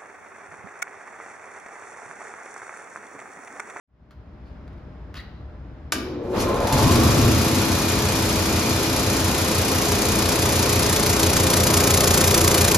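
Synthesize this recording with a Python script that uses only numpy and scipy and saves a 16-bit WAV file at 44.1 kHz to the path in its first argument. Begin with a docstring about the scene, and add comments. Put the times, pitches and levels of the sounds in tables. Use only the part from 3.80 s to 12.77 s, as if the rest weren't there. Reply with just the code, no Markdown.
"""Shoes scuff over the ventilation of a concrete workshop. A starter snaps, and 2.3 m from a stereo
microphone pair the motor of a tub vibratory finisher growls up to speed; the tub knocks and booms through
its spring resonance. Running steadily, its eccentric weight makes it hum, rock once in five turns and
drum on its steel cabinet, while the load is thrown up and rattles down once a turn, ever more distinctly
as the microphones are walked in to 0.8 m."""
import sys
import numpy as np
from scipy import signal
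from scipy.fft import rfft, irfft, next_fast_len
from scipy.io import wavfile
from scipy.ndimage import uniform_filter1d

SR = 44100
rng = np.random.default_rng(int(sys.argv[2]) if len(sys.argv) > 2 else 0)


def output_pcm(signal):
    """Save a mono or channel-first signal as 16-bit PCM at the path in sys.argv[1].

    Samples are clipped to [-1, 1] before scaling.
    """
    pcm = np.clip(np.atleast_2d(signal).T, -1, 1) * 32767
    wavfile.write(sys.argv[1], SR, np.round(pcm).astype(np.int16))


N = 395577
TIME = np.arange(N) / SR

# strongest harmonic and its rocking sidebands: f/shaft speed, level/dB
THROB_PARTIALS = [(2.8, -5), (3, 0), (3.2, -17)]
# cabinet hum: f/shaft speed (played at the nearest 0.2), level/dB, gain per halving of distance/dB
HUM_PARTIALS = [(1, -22, 4), (2, -10, -0.5), (4, -4.5, -2.5), (5, -10, 1), (6, -12.5, 2.5), (7, -9.5, -1),
                (10, -11, -4), (11, -3.5, -2.5), (11.4, -17, 2.5), (11.6, -14, 1.5), (12, -20, 4),
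                (13, -19.5, 5.5), (13.865, -14, 5), (15.18, -11.5, -2), (16.98, -21.5, 5.5),
                (17.6, -20, 6.5), (19.38, -22, 4.5), (20.14, -16.5, 1.5), (23.54, -16, -2),
                (29.37, -13, -9), (30.56, -16.5, -9)]
# ringing cabinet panels: f/Hz, width/Hz, level/dB
PANEL_MODES = [(326.9, 7, 11), (343, 16, 1.5), (408, 16, -4), (454, 18, -2), (510, 25, -12.5),
               (699, 38, -4.5), (867, 28, -1), (974, 22, -5), (1286, 17, -8), (2425, 59, 4)]
# broad spectra of the tub, the cabinet and the load: f/Hz, level/dB
TUB_SPECTRUM = [(25, -33), (45, -14), (70, -3.5), (105, 1.5), (150, -4), (195, -3), (255, 2.5), (310, -9.5),
                (420, -12.5), (700, -57), (2000, -75), (16000, -110)]
CABINET_SPECTRUM = [(180, -15.5), (300, -8), (420, -1.5), (560, -0.5), (780, -5.5), (1150, -4.5),
                    (1600, -11), (2400, -18.5), (4000, -21.5), (8000, -54), (16000, -85)]
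LOAD_SPECTRUM = [(500, -15), (1200, -3), (2000, -3.5), (3200, -4), (5000, 0.5), (7000, 3.5), (9000, 2.5),
                 (11500, -2), (14300, -6.5), (15500, -39)]
# single swings slide the load before it lifts off: t/s, level/dB
LOAD_SLIDES = [(2.48, -53), (2.606, -30), (2.765, -48)]
# the load lands in one clump: t/s, level/dB
CLUMP_LANDINGS = [(2.742, -34), (2.803, -32), (2.871, -23.5), (2.9255, -21), (2.971, -28), (3.068, -29),
                  (3.111, -21), (3.156, -22), (8.543, -16), (8.946, -16)]
# the tub's boom: f/Hz, width/Hz, level/dB, lag behind the swing/s
TUB_MODES = [(78.8, 10, -7, 0.12), (102, 10.7, -6, 0.05), (115, 50, -8, 0.0), (240, 16, -9.5, .09),
             (262, 16, -11.5, .14), (297, 30, -13.5, .1), (327, 14, -11, .13), (349, 19, -14, .07)]
# the tub bottoms on its springs: t/s, level/dB, f/Hz
SPRING_BUMPS = [(2.576, -21.5, 110), (2.931, -14.5, 135), (3.021, -17.5, 323), (3.058, -15, 159),
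                (3.168, -18.5, 120), (3.247, -19, 125), (3.37, -18, 250), (3.423, -16, 130)]
# motor housing resonances: f/Hz, width/Hz, level/dB
MOTOR_MODES = [(328, 55, -5.5), (477, 49, -2), (567, 39, 0), (755, 46, -9), (880, 43, 1.5), (1034, 37, 3.5),
               (1124, 42, -2), (1300, 32, -10)]
# housing groans: centre t/s, half-length/s, f/Hz, level/dB
HOUSING_GROANS = [(2.265, 0.06, 366, -34), (2.37, .07, 290, -39), (2.53, 0.083, 368, -32.5),
                  (2.44, 0.081, 552, -43), (2.46, .06, 446, -41), (2.68, .05, 350, -29),
                  (2.79, 0.1, 565, -35), (2.96, .05, 498, -36), (2.74, 0.075, 1040, -32),
                  (3.14, 0.17, 1115, -34)]
# buzz of the starting current: f/Hz, level/dB
MAINS_PARTIALS = [(240, -6), (360, -2.5)]
# the starter's steel box: f/Hz, level/dB, t60/s
STARTER_MODES = [(330, 6, 0.36), (654, 2, 0.32), (1197, 11, 0.2), (1510, 10, 0.11), (1626, 1, 0.23),
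                 (2305, 6, .2), (2552, -3, 0.25), (2850, 1, .15), (3030, 1, .17), (4420, 1, .2),
                 (4737, -3, .2), (5330, 2, .13)]
# snap of its contacts: f/Hz, level/dB
SNAP_SPECTRUM = [(100, -16), (350, -6), (800, -6.5), (1500, -4), (2600, 1), (3800, -5), (5300, 0.5),
                 (8000, -1.5), (11000, -5), (16000, -26)]
# scuffs on the floor: t/s, level/dB, decay/s, rasp f/Hz
SHOE_SCUFFS = [(0.309, -44, 0.016, 1380), (0.655, -66, .045, 4600), (0.67, -67, .03, 2500),
               (0.878, -48, .0045, 1450), (0.93, -56, .008, 1650), (0.978, -56, .006, 1600),
               (1.342, -35, 0.005, 1300), (1.354, -40, 0.017, 2900), (1.368, -38.5, 0.018, 4200),
               (1.401, -40, .005, 1900)]
# grit under a sole: f/Hz, level/dB
GRIT_SPECTRUM = [(300, -18), (950, -2), (1350, 2), (1900, -1.5), (2800, -5), (4400, -4.5), (6000, -14),
                 (10000, -19), (16000, -28)]
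# a sole's squeak: t/s, f/Hz, level/dB
SQUEAK_GLIDE = [(1.343, 1407, -46), (1.36, 1524, -49), (1.377, 1830, -45), (1.39, 1915, -50),
                (1.403, 2020, -47), (1.412, 2060, -56)]
# room tone, its noise and its steady tones: f/Hz, level/dB
ROOM_SPECTRUM = [(15, -32), (35, -11), (70, -4.5), (130, -8), (200, -13.5), (290, -16), (450, -23),
                 (750, -26), (1500, -31.5), (3000, -44.5), (5200, -53), (8500, -68), (11000, -72),
                 (15000, -77)]
ROOM_TONES = [(72.3, -50), (60.4, -44.5), (605, -62), (5087, -85)]
# workshop reverberation: f/Hz, t60/s
ROOM_DECAY = [(100, 0.95), (1000, 0.53), (4000, 0.68), (8000, 0.17), (16000, 0.44)]
# diffuse sound at the microphone pair: f/Hz, left-right coherence/0..1
MIC_COHERENCE = [(60, .995), (130, .97), (250, .9), (500, .68), (1000, .58), (1500, .3), (2000, .58),
                 (3300, .15), (7000, .2), (8300, .9), (10000, .6), (12000, .9), (15000, .6)]
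# left microphone against right: f/Hz, phase lead/rad
MIC_PHASE = [(0, 0), (520, 0.33), (1890, 0.3), (3010, 1), (3790, 0.62), (4820, 0.5), (5770, -1.5),
             (6630, -1), (7670, -2.5), (8870, -3.5), (11100, -6), (12900, -5.5), (14600, -11),
             (15300, -6.5)]
# left microphone against right: f/Hz, level/dB
MIC_BALANCE = [(60, 2), (110, -0.5), (200, 2), (380, 2), (700, 0.0), (1290, -1), (2380, 1), (4400, 4.5),
               (8120, -1), (15000, 0.5)]

# running level from afar/dB, gain in the surge/dB, surge release/s, gain per halving of distance/dB
TUB_LEVEL = (-27.5, 4, 0.7, 0.1)
CABINET_LEVEL = (-27.5, 3.5, 0.25, 2.5)
LOAD_LEVEL = (-27, 1, 1, 5)
BOOM_LEVEL = (-42, 23, 0.74, -3.5)
HUM_LEVEL = (-30.5, 0, 2, 4)

START_S, CREST_S = 2.12, 8.816   # motor on; one crest of the rocking
SPIN_UP_TURNS_PER_S2, RUNNING_TURNS_PER_S = 23.7, 29.69
SWING_S, SWING_RISE_S, TREMBLE_DB = 2.52, 0.032, -15.5   # the tub only trembles until it swings free
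LATE_FROM_S, LATE_TURNS = 5.42, .35   # from then on the rattle's pulse falls about a third of a turn later
WALK_S, WALK_M_PER_S, FAR_M, NEAR_M = 4.84, 0.44, 2.315, 0.82   # microphones approach the tub


def hum(turns, near, waver_db=1.3, waver_per_s=5, stray_turns=.008, jitter_turns=.0035):
    """The eccentric weight drives the panels at its harmonics; rocking makes the strongest throb."""
    throb = sum(from_db(db) * np.cos(2 * np.pi * order * turns) for order, db in THROB_PARTIALS)
    panels = 0
    for order, db, halving_db in HUM_PARTIALS:
        # the panels lag the shaft unevenly: slowly, and from turn to turn
        lag = stray_turns * wander(waver_per_s) + jitter_turns * wander(RUNNING_TURNS_PER_S)
        phase = np.round(order * 5) / 5 * (turns + lag) + rng.random()   # fifths come from the rocking
        gain = from_db(db + halving_db * near + waver_db * wander(waver_per_s))
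        panels = panels + gain * np.cos(2 * np.pi * phase)
    return np.sqrt(2) * (from_db(-0.55 - 0.1 * near) * throb + panels)


def drumming(turns, echoes, tub_db, cabinet_db):
    """Heavy knocks shake the tub; lighter ones ring the cabinet's sheet steel."""
    heavy = scattered(knocks(turns, count=110, vary_db=2.5, loose=.2), echoes, direct_db=4)
    light = scattered(knocks(turns, count=400, vary_db=3, loose=.5), echoes, direct_db=-2.5)
    tub = even(colour(heavy, TUB_SPECTRUM))
    cabinet = even(colour(light + ring_modes(light, PANEL_MODES), CABINET_SPECTRUM))
    return from_db(tub_db) * tub + from_db(cabinet_db) * cabinet


def knocks(turns, count, vary_db, loose, jitter_s=.0003):
    """Tub, springs and frame touch in a five-turn pattern; a loose share strays by up to a turn."""
    rounds = np.arange(np.floor(turns[0] / 5), 2)[:, None]
    at_turn = 5 * (rounds + rng.random(count))
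    size = rng.choice([-1, 1], count) * from_db(vary_db * rng.standard_normal(at_turn.shape))
    at_turn += (rng.random(at_turn.shape) < loose) * rng.uniform(-1, 1, at_turn.shape)
    when = np.interp(at_turn, turns, TIME, left=-1, right=-1)
    when += jitter_s * rng.standard_normal(when.shape)
    heard = (when > START_S) & (when < TIME[-1])
    return np.bincount((when[heard] * SR).astype(int), size[heard], N)


def rattle(turns, echoes, direct_db, rise_turns=.115, fall_turns=.21, clicks_per_s=13000,
           clacks_per_s=2600):
    """Once a turn the load lands as a shower of clicks that thins out until the next throw."""
    throw = turns + .43 + LATE_TURNS * (TIME < LATE_FROM_S) + .025 * wander(RUNNING_TURNS_PER_S)
    throw_index = (np.floor(throw) - np.floor(throw.min())).astype(int)
    phase = throw % 1 - .4
    landing = np.exp(-(phase / np.where(phase < 0, rise_turns, fall_turns)) ** 2)
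    shower = 0.05 + landing
    strength = from_db(0.83 * rng.standard_normal(throw_index.max() + 1))[throw_index]
    sizes = rng.standard_normal(N) * from_db(0.6 * np.minimum(rng.exponential(1, N), 3))
    hits = rng.random(N) < clicks_per_s * np.sqrt(shower) / SR
    clicks = hits * sizes * strength * shower ** (1 / 4)
    # at the height of the landing, some pieces clack hard against the tub wall
    hard_hits = (rng.random(N) < clacks_per_s * landing ** 3 / SR) * np.sign(sizes) * strength
    clacks = from_db(9) * resonate(hard_hits, hz=2400, width_hz=2150)
    # the walls give back less of the top, so the finest ticks arrive most directly
    wet = scattered(clicks, echoes, direct_db=-40)
    wet = 0.58 * cut(wet, 7500) + 0.78 * wet
    steel_ring = from_db(2 * wander(7)) * resonate(wet, hz=2436, width_hz=100)
    return even(colour(from_db(direct_db) * (clicks + clacks) + wet + steel_ring, LOAD_SPECTRUM))


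def thrown_share(speed, lift_off_turns_per_s=18.4):
    """The part of the load, 0 to 1, that leaves the tub floor on each turn."""
    return 1 / (1 + np.exp(lift_off_turns_per_s - speed))


def slides(rise_s=0.039, fall_s=0.072):
    """Gain of the load's first slides: each gathers quickly and trickles out."""
    return sum(from_db(db) * np.exp(-np.where(TIME < s, ((TIME - s) / rise_s) ** 2, (TIME - s) / fall_s))
               for s, db in LOAD_SLIDES)


def clatters(echo, decay_s=0.0074):
    """A clump of the load hits the tub wall at once."""
    pieces = colour(rng.standard_normal(N), LOAD_SPECTRUM)
    pieces = rms_one(pieces + from_db(4) * resonate(pieces, hz=3000, width_hz=1800))
    envelope = sum(from_db(db) * burst(s, decay_s) for s, db in CLUMP_LANDINGS)
    return in_room(pieces * envelope, echo, direct_db=12)


def spring_surge(release_s, start_s=2.92, attack_s=0.064, hold_s=0.39):
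    """The tub swings wide, 0 to 1, as the shaft passes the spring resonance, then settles."""
    attack = np.clip((TIME - start_s) / attack_s, 0, 1)
    return attack * np.exp(-np.maximum(TIME - start_s - attack_s - hold_s, 0) / release_s)


def booming(boom_db):
    """The tub booms on its springs, each resonance following the swing with its own lag."""
    swing = from_db(boom_db) + sum(from_db(db) * burst(s, 0.015) for s, db, _ in SPRING_BUMPS)
    jolts = diffuse_noise()
    boom = 0
    for hz, width, db, lag in TUB_MODES:
        mode = even(resonate(resonate(jolts, hz, width), hz, width))
        boom = boom + from_db(db) * np.interp(TIME - lag, TIME, swing) * mode
    return boom


def bumps(echo, decay_s=0.014, overtone_ratio=1.7):
    """Each time the tub bottoms on its springs it gives a dull, hard knock."""
    thumps = 0
    for s, db, hz in SPRING_BUMPS:
        angle = 2 * np.pi * hz * (TIME - s)
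        tone = np.sin(angle) + from_db(-5) * np.sin(overtone_ratio * angle)
        thumps = thumps + from_db(db + 4.02) * burst(s, decay_s) * tone
    return in_room(thumps, echo, direct_db=6)


def motor(turns, speed, echo, slots=42, rough_hz=100):
    """Starting current buzzes; a rough rotor whine climbs through the housing's resonances."""
    flutter = cut(rng.standard_normal((3, N)), rough_hz)
    sidebands = 2 * np.pi * np.array([[-120], [0], [120]]) * TIME
    slot_angle = 2 * np.pi * slots * turns
    partials = np.cos(slot_angle + sidebands) + from_db(-11) * np.cos(2 * slot_angle + sidebands)
    whine = cut(np.sum(flutter * partials, axis=0), 300, "high")   # the housing radiates little bass
    whine = even(from_db(-16) * whine + ring_modes(whine, MOTOR_MODES))
    whine *= np.minimum(0.45 + speed / 14, 1)
    buzz = sum(from_db(db + 1.5 * wander(29.9)) * sine(hz, 0.5 * wander(30)) for hz, db in MAINS_PARTIALS)
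    buzz *= from_db(-4 - 1.5 * np.maximum(speed - 11, 0))
    return even(in_room(whine, echo, direct_db=1) + buzz)


def motor_effort(speed, full_turns_per_s=12, ease_off_s=3.03, ease_db_per_s=23):
    """Gain of the growl: it grows with speed and dies away once the work of starting is done."""
    stalled = np.maximum(1 - speed / full_turns_per_s, 0)
    return from_db(-26 - 15 * stalled - ease_db_per_s * np.maximum(TIME - ease_off_s, 0))


def groans(waver_db=1.5, waver_per_s=31):
    """The motor housing sings out in short, wavering tones at set moments of the run-up."""
    tones = 0
    for s, reach_s, hz, db in HOUSING_GROANS:
        swell = from_db(db + waver_db * wander(waver_per_s)) * np.exp(-((TIME - s) / reach_s) ** 4)
        tones = tones + swell * sine(hz, wander(waver_per_s) / 2)
    return tones


def starter(echo, close_s=2.121, ring_s=2.1215, split_hz=17):
    """The starter snaps shut and chatters; its box rings and the panel behind twangs and thuds."""
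    chatter = from_db(-16) * burst(close_s, 0.042)
    contact = (burst(close_s, 0.007) + chatter) * ramp(close_s, 0.001)
    snap = rms_one(colour(rng.standard_normal(N), SNAP_SPECTRUM)) * contact
    ring = 0
    for hz, db, t60 in STARTER_MODES:
        for split in (-split_hz, split_hz):   # each mode is a pair of close partials
            phase = (hz + split * rng.random()) * TIME + rng.random()
            ring = ring + from_db(db) * burst(ring_s, t60 / np.log(1000)) * np.sin(2 * np.pi * phase)
    rumble = resonate(resonate(rng.standard_normal(N), 290, 130), 290, 130)
    thud = rms_one(rumble) * burst(2.15, 0.075)
    panel = from_db(-20.5) * panel_twang(ring_s) + from_db(-29) * thud
    return in_room(from_db(-16) * snap + from_db(-40) * ring + panel, echo, direct_db=5.5)


def panel_twang(start_s, cycles=11, top_hz=3600, decay_s=0.012):
    """Bending waves cross the sheet steel, the high ones fastest: a ping that falls steeply."""
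    age = np.maximum(TIME - start_s, 0)
    return burst(start_s, decay_s) * np.sin(2 * np.pi * cycles * np.log1p(age * top_hz / cycles))


def shoes(echo, rough_hz=130):
    """Soles catch on gritty concrete; in the last step one squeaks, rough and rising."""
    grit = rms_one(colour(rng.standard_normal(N), GRIT_SPECTRUM))
    scuffs = 0
    for s, db, decay_s, hz in SHOE_SCUFFS:
        rasp = from_db(-1.5) * rms_one(resonate(grit, hz, width_hz=450))
        scuffs = scuffs + from_db(db) * burst(s, decay_s) * rms_one(grit + rasp)
    s, hz, db = np.transpose(SQUEAK_GLIDE)
    angle = 2 * np.pi * np.cumsum(np.interp(TIME, s, hz)) / SR
    tone = np.sqrt(2) * (np.sin(angle) + from_db(-9) * np.sin(2 * angle))
    grip = rms_one(cut(rng.standard_normal(N), rough_hz))
    squeak = np.interp(TIME, s, from_db(db), left=0, right=0) * grip * tone
    return in_room(scuffs + squeak, echo, direct_db=5.5)


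def room_tone(air_db=-41):
    """Ventilation and far machines, all around the microphones."""
    air = rms_one(colour(diffuse_noise(), ROOM_SPECTRUM))
    tones = sum(from_db(db) * sine(hz, 2 * np.pi * rng.random()) for hz, db in ROOM_TONES)
    return from_db(air_db) * air + tones


def workshop_echo(build_s=0.0088):
    """Stereo impulse response of the concrete room: dense echoes, each band with its own decay."""
    t, hz = TIME[:SR], np.arange(SR // 2 + 1)
    white = rfft(diffuse_noise()[:, :SR])
    tail = 0
    for band_hz, t60 in ROOM_DECAY:
        band = at_hz([(f, f == band_hz) for f, _ in ROOM_DECAY], hz)
        tail = tail + irfft(white * band, SR) * from_db(-60 * t / t60)
    tail *= np.clip(t / build_s, 0, 1)
    return tail / np.sqrt(np.sum(tail ** 2) / 2)


def in_room(x, echo, direct_db):
    """Direct sound, direct_db above its echoes, at constant total power."""
    direct = from_db(direct_db)
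    return (direct * x + signal.fftconvolve(x[None], echo, axes=1)[:, :N]) / np.sqrt(1 + direct ** 2)


def scattered(clicks, echoes, direct_db):
    """Each click comes from one of several places on the machine, each with its own echoes."""
    place = rng.integers(0, len(echoes), N)
    return sum(in_room(clicks * (place == k), echo, direct_db) for k, echo in enumerate(echoes))


def diffuse_noise():
    """Noise from all sides as the microphone pair hears it, alike in the bass."""
    mid = filtered(rng.standard_normal(N), lambda hz: np.sqrt((1 + at_hz(MIC_COHERENCE, hz)) / 2))
    side = filtered(rng.standard_normal(N), lambda hz: np.sqrt((1 - at_hz(MIC_COHERENCE, hz)) / 2))
    return np.array([mid + side, mid - side])


def from_db(db):
    return 10 ** (np.asarray(db) / 20)


def rms_one(x):
    return x / np.sqrt(np.mean(x ** 2) + 1e-20)


def even(x):
    """Hold the centre signal at unit level; quick beats stay."""
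    power = uniform_filter1d(np.atleast_2d(x).mean(axis=0) ** 2, size=7400)
    return x / np.sqrt(np.abs(power) + 1e-4 * np.mean(x ** 2))


def sine(hz, phase):
    """A tone of unit RMS."""
    return np.sqrt(2) * np.sin(2 * np.pi * hz * TIME + phase)


def ramp(start_s, rise_s):
    return np.clip((TIME - start_s) / rise_s, 0, 1)


def burst(start_s, decay_s):
    """Sudden onset, exponential decay."""
    return (TIME >= start_s) * np.exp(-np.clip((TIME - start_s) / decay_s, 0, 50))


def wander(per_s):
    """Random drift with a spread of about 1."""
    return np.interp(TIME * per_s, np.arange(600), rng.standard_normal(600))


def at_hz(points, hz):
    f, value = np.transpose(points)
    return np.interp(np.log(hz + 1), np.log(f + 1), value)


def filtered(x, response):
    """Apply a frequency response, given as a function of Hz."""
    size = next_fast_len(N + 8192, real=True)
    return irfft(rfft(x, size) * response(np.arange(size // 2 + 1) * SR / size), size)[..., :N]


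def colour(x, spectrum):
    return filtered(x, lambda hz: from_db(at_hz(spectrum, hz)))


def cut(x, hz, passes="low"):
    return signal.sosfilt(signal.butter(2, hz, passes, fs=SR, output="sos"), x)


def resonate(x, hz, width_hz):
    """A resonance with peak gain 1."""
    r = np.exp(-np.pi * width_hz / SR)
    feedback = [1, -2 * r * np.cos(2 * np.pi * hz / SR), r * r]
    return signal.lfilter(np.array([1, 0, -1]) * (1 - r * r) / 2, feedback, x + 1e-18)


def ring_modes(x, modes):
    return sum(from_db(db) * resonate(x, hz, width) for hz, width, db in modes)


def scene():
    """The shaft times hum, drumming and rattle; speed, surge and microphone distance set the levels."""
    echoes = [workshop_echo() for _ in range(4)]
    speed = np.clip(SPIN_UP_TURNS_PER_S2 * (TIME - START_S), 0, RUNNING_TURNS_PER_S)
    turns = np.cumsum(speed) / SR
    turns -= np.interp(CREST_S, TIME, turns)
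    distance_m = np.clip(FAR_M - WALK_M_PER_S * (TIME - WALK_S), NEAR_M, FAR_M)
    near = np.log2(FAR_M / distance_m)   # halvings of the distance
    tub_db, cabinet_db, load_db, boom_db, hum_db = [
        steady_db + surge_db * spring_surge(release_s) + halving_db * near
        for steady_db, surge_db, release_s, halving_db
        in (TUB_LEVEL, CABINET_LEVEL, LOAD_LEVEL, BOOM_LEVEL, HUM_LEVEL)]
    held_db = TREMBLE_DB * (1 - ramp(SWING_S, SWING_RISE_S))
    force = (speed / RUNNING_TURNS_PER_S) ** 2   # pull of the eccentric weight
    load = rattle(turns, echoes, direct_db=-5.6 + 8 * near)   # drier close up
    machine = (drumming(turns, echoes, tub_db + held_db, cabinet_db + held_db)
               + booming(boom_db) + bumps(echoes[3])
               + from_db(hum_db) * force * hum(turns, near)
               + motor_effort(speed) * motor(turns, speed, echoes[0]) + groans()
               + (from_db(load_db) * thrown_share(speed) + slides()) * load + clatters(echoes[2]))
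    return ramp(START_S, 0.016) * machine + starter(echoes[1]) + shoes(echoes[2]) + room_tone()


def record(dry):
    """The microphones differ in phase and level; the sound fades in, peaks round off, the top is cut."""
    def microphones(hz):
        lead = np.interp(hz, *np.transpose(MIC_PHASE))
        left = from_db(at_hz(MIC_BALANCE, hz) / 2) * np.exp(1j * lead / 2)
        return np.array([left, 1 / left])
    faded = filtered(dry, microphones) * ramp(start_s=0.074, rise_s=0.65)
    top_cut = signal.ellip(12, .1, 90, 15800, fs=SR, output="sos")
    return signal.sosfilt(top_cut, np.tanh(faded))


dry = scene()
out = record(dry)
output_pcm(out)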